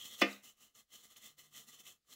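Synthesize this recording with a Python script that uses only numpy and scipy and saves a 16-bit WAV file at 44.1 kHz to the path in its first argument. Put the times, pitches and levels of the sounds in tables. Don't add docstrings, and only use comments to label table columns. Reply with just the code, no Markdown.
import sys
import numpy as np
from scipy import signal
from scipy.fft import rfft, irfft
from scipy.io import wavfile

SR = 44100
rng = np.random.default_rng(int(sys.argv[2]) if len(sys.argv) > 2 else 0)


def file_out(sig):
    cols = np.atleast_2d(sig).T
    lim = np.clip(cols, -1, 1)
    pcm = np.round(lim * 32767).astype(np.int16)
    wavfile.write(sys.argv[1], SR, pcm)


N = 94815
T = np.arange(N) / SR
CUTOFF_HZ = 15750

# (peak time [s], level [dB], rise [s], fall [s], relative tuft level [dB], tuft pitch [Hz])
BRUSH_STROKES = [(.008, -55.5, 0.042, 0.045, 8, 3135), (0.06, -51.5, 0.023, 0.033, -2, 3240),
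                 (0.141, -54.5, 0.053, 0.029, 3, 3330), (0.206, -49, 0.027, 0.039, -8, 2960),
                 (.315, -57, .06, 0.059, -1.5, 3843), (.448, -57, 0.016, 0.028, -8, 3070),
                 (0.481, -61, .02, 0.037, -2.5, 2890), (.63, -64.5, 0.043, 0.05, -1.5, 2957),
                 (.758, -65.5, 0.0097, 0.046, -7, 3086), (.795, -64, 0.029, 0.026, -4, 3194),
                 (.946, -58, 0.028, 0.046, 0.5, 3145), (1.006, -67.5, 0.027, 0.052, -7, 3170),
                 (1.042, -60.5, 0.015, 0.038, -10, 3150), (1.114, -64, 0.023, 0.039, -1.5, 3210),
                 (1.169, -57.5, 0.0084, 0.021, -5, 3130), (1.259, -56.5, 0.048, 0.046, -3.5, 3130),
                 (1.393, -59, 0.013, 0.036, -8, 3090), (1.45, -66, .025, 0.038, -7, 3074),
                 (1.571, -53.5, 0.033, 0.054, -3.5, 3120), (1.688, -58.5, 0.019, 0.034, -12, 2940),
                 (1.739, -62, 0.027, 0.048, 0.5, 3070), (1.804, -58, 0.019, 0.015, -2.5, 3100),
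                 (1.876, -56, 0.032, 0.046, -3.5, 3196), (2.129, -58.5, 0.033, 0.025, -4.5, 3100)]
# (frequency [Hz], relative level [dB])
SCRATCH_TONE = [(1500, -29.5), (3900, -2), (4800, -12.5), (5400, -2.5), (6200, -1), (7300, 2), (8300, -5.5),
                (8900, -9), (10300, -7), (12000, -8), (15500, -4)]
# (pitch [Hz], width [Hz], relative level [dB])
METAL_RINGS = [(1977, 67, -3.5), (2055, 34, -5), (2646, 90, -6.5), (3000, 90, 0.5), (3158, 130, -6),
               (3495, 70, -2), (4198, 110, -2.5), (6020, 110, -5.5)]
# (frequency [Hz], relative level [dB])
RUB_TONE = [(30, -24.5), (65, -18), (100, -1), (135, -1.5), (170, -8), (215, 3.5), (290, -4), (400, -8),
            (490, -1.5), (610, -10), (700, -5), (920, -12), (1100, -5.5), (1210, 3), (1330, -5.5),
            (1510, -11), (1970, -6.5), (2400, -18.5)]
# (frequency [Hz], relative level [dB])
AIR_TONE = [(25, -2.5), (60, 3.5), (120, -10.5), (300, -12.5), (1000, -23), (4000, -14.5), (15000, -25.5)]
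# (time [s], relative level [dB])
HITS = [(0.2162, -9), (0.2177, 4), (0.2208, 0.5), (0.2225, -8), (0.2267, -12), (0.2432, -19.5)]
# (pitch [Hz], relative level [dB], time to fade 60 dB [s])
CASTING_NOTES = [(203, -35, .34), (272, -33, .24), (321, -24, .13), (372, -27, .08), (477, -36, .25),
                 (541, -31, .17), (594, -37, .16), (698, -34, .17), (1212, -30, .14), (1504, -39, .14),
                 (1812, -30, .15), (1989, -27, .11), (2127, -31, .12), (2393, -28, .12), (2486, -28, .12),
                 (2659, -34, .16), (2773, -30, .09), (2945, -30, .09), (3008, -34, .17), (3454, -28, .09)]
# (frequency [Hz], relative level [dB])
CLATTER_TONE = [(40, -26.5), (150, -26.5), (340, 8.5), (430, -10), (560, -4), (830, -12), (1020, -17),
                (1210, -3), (1380, -11), (1500, -6.5), (1680, -13.5), (2060, 2), (2250, -9), (2550, 0.5),
                (2900, -10.5), (3300, -14), (4400, -15.5), (5200, -14), (8500, -36.5), (15500, -36.5)]
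# (frequency [Hz], gain [dB], time to fade 60 dB [s])
TAIL_BANDS = [(247, -36, .24), (920, -31, 0.33), (2500, -34, 0.34), (5930, -30.5, .22), (12000, -34.5, 0.1)]
# (time [s], level [dB], pitch [Hz])
WIRE_FLICKS = [(.327, -49.5, 4570), (0.509, -64.5, 7280), (0.7506, -61.5, 6750), (1.163, -58, 3110),
               (1.233, -53, 2990), (1.866, -52.5, 3160), (2.125, -59.5, 2960)]


def from_db(db):
    return 10 ** (np.asarray(db) / 20)


def rms_one(x):
    return x / np.sqrt(np.mean(x ** 2) + 1e-20)


def colour(x, tone):
    hz, db = np.transpose(tone)
    bin_hz = np.maximum(np.arange(N // 2 + 1) * SR / N, 1)
    gains = from_db(np.interp(np.log(bin_hz), np.log(hz), db))
    return rms_one(irfft(rfft(x) * gains, N))


def drift(rate_hz):
    r = np.exp(-2 * np.pi * rate_hz / SR)
    return rms_one(signal.lfilter([1], [1, -2 * r, r * r], rng.standard_normal(N + SR))[SR:])


def resonance(x, hz, width_hz):
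    r = np.exp(-np.pi * width_hz / SR)
    feedback = [1, -2 * r * np.cos(2 * np.pi * hz / SR), r * r]
    return signal.lfilter(np.array([1, 0, -1]) * (1 - r * r) / 2, feedback, x)


def ring(x, hz, width_hz):
    return rms_one(resonance(resonance(x, hz, width_hz), hz, width_hz))


def rasp(hz, width_hz):
    return ring(rng.standard_normal(N), hz, width_hz)


def decay(start, fade_s):
    return (T >= start) * np.exp(-np.log(1000) * np.maximum(T - start, 0) / fade_s)


def slips(per_second=7100, spread_db=0.5, catch_db=1.5):
    slipping = rng.random(N) < per_second / SR
    click_db = spread_db * np.minimum(rng.exponential(1, N), 5)
    click_db += catch_db * drift(rate_hz=270)
    return slipping * from_db(click_db) * rng.choice([-1, 1], N)


def pressure(peak_s, db, rise, fall):
    away = np.where(T < peak_s, (peak_s - T) / rise, (T - peak_s) / fall)
    return from_db(db - 10 * np.minimum(away, 10) ** 1.5)


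def metal_rings(plucks, wander_db=3):
    rings = 0
    for hz, width, db in METAL_RINGS:
        note = rms_one(resonance(resonance(plucks, hz, width), hz, 4 * width))
        rings += from_db(db + wander_db * drift(rate_hz=3)) * note
    return rms_one(rings)


def brush():
    clicks, plucks = slips(), slips()
    power, tuft = 0, 0
    for peak_s, db, rise, fall, tuft_db, hz in BRUSH_STROKES:
        stroke = pressure(peak_s, db, rise, fall)
        power += stroke ** 2
        tuft += from_db(tuft_db - 3) * stroke * ring(rng.permutation(plucks), hz, width_hz=470)
    press = np.sqrt(power)
    scratch = colour(clicks, SCRATCH_TONE)
    metal = from_db(-6.5) * metal_rings(plucks)
    rub_swell = (press / from_db(-60)) ** 0.72
    rub = from_db(-69.5) * rub_swell * colour(clicks, RUB_TONE)
    return press * (scratch + metal) + tuft + rub


def garage_echo(x):
    echoes = rng.standard_normal(N) * decay(0.0029, fade_s=0.083)
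    return from_db(-12) * signal.fftconvolve(x, echoes / np.linalg.norm(echoes))[:N]


def garage_air():
    return from_db(-88) * colour(rng.standard_normal(N), AIR_TONE)


def skid(hit_s, swell_s=0.0079):
    swell = (T < hit_s) * np.exp(-np.abs(T - hit_s) / swell_s)
    return from_db(-40) * swell * rasp(3100, width_hz=1500)


def hits(fade_s):
    return np.sqrt(sum((from_db(db) * decay(start, fade_s)) ** 2 for start, db in HITS))


def casting_ring():
    notes = 0
    for hz, db, fade_s in CASTING_NOTES:
        wave = np.sin(2 * np.pi * (hz * T + rng.random()))
        notes += from_db(db - 0.5) / 2 * hits(fade_s) * wave
    return notes


def clatter_tail(start):
    centres = np.array(TAIL_BANDS)[:, 0]
    edges = [30, *np.sqrt(centres[1:] * centres[:-1]), CUTOFF_HZ]
    tail = 0
    for (_, db, fade_s), low, high in zip(TAIL_BANDS, edges, edges[1:]):
        band = signal.butter(3, [low, high], "band", fs=SR, output="sos")
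        clatter = colour(rng.standard_normal(N), CLATTER_TONE)
        tail += from_db(db) * decay(start, fade_s) * signal.sosfilt(band, clatter)
    return tail


def knock(damp_from_s=0.39, damp_db_per_s=111.5):
    start = HITS[0][0]
    damping = from_db(-damp_db_per_s * np.maximum(T - damp_from_s, 0))
    ringing = damping * (casting_ring() + clatter_tail(start))
    crack = from_db(-31) * decay(start, fade_s=0.007) * rng.standard_normal(N)
    clatter = from_db(-26) * hits(fade_s=0.038) * colour(rng.standard_normal(N), CLATTER_TONE)
    dull_blow = from_db(-29) * hits(fade_s=0.01) * rasp(560, width_hz=550)
    thud = from_db(-58) * decay(start, fade_s=0.16) * rasp(65, width_hz=130)
    bass_cut = signal.butter(4, 190, "high", fs=SR, output="sos")
    return signal.sosfilt(bass_cut, skid(start) + crack + clatter + dull_blow + ringing) + thud


def flicks():
    return sum(from_db(db) * decay(start, fade_s=0.03) * rasp(hz, width_hz=610)
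               for start, db, hz in WIRE_FLICKS)


def hum(hz=149, peak_s=1.546, swell_s=0.28):
    swell = np.exp(-((T - peak_s) / swell_s) ** 2)
    return from_db(-77) * swell * np.sin(2 * np.pi * hz * T)


def scene():
    scrub = brush() + flicks()
    return (scrub + garage_echo(scrub) + garage_air() + knock() + hum())[None]


def record(dry):
    return signal.sosfilt(signal.ellip(12, .1, 70, CUTOFF_HZ, fs=SR, output="sos"), dry)


dry = scene()
out = record(dry)
file_out(out)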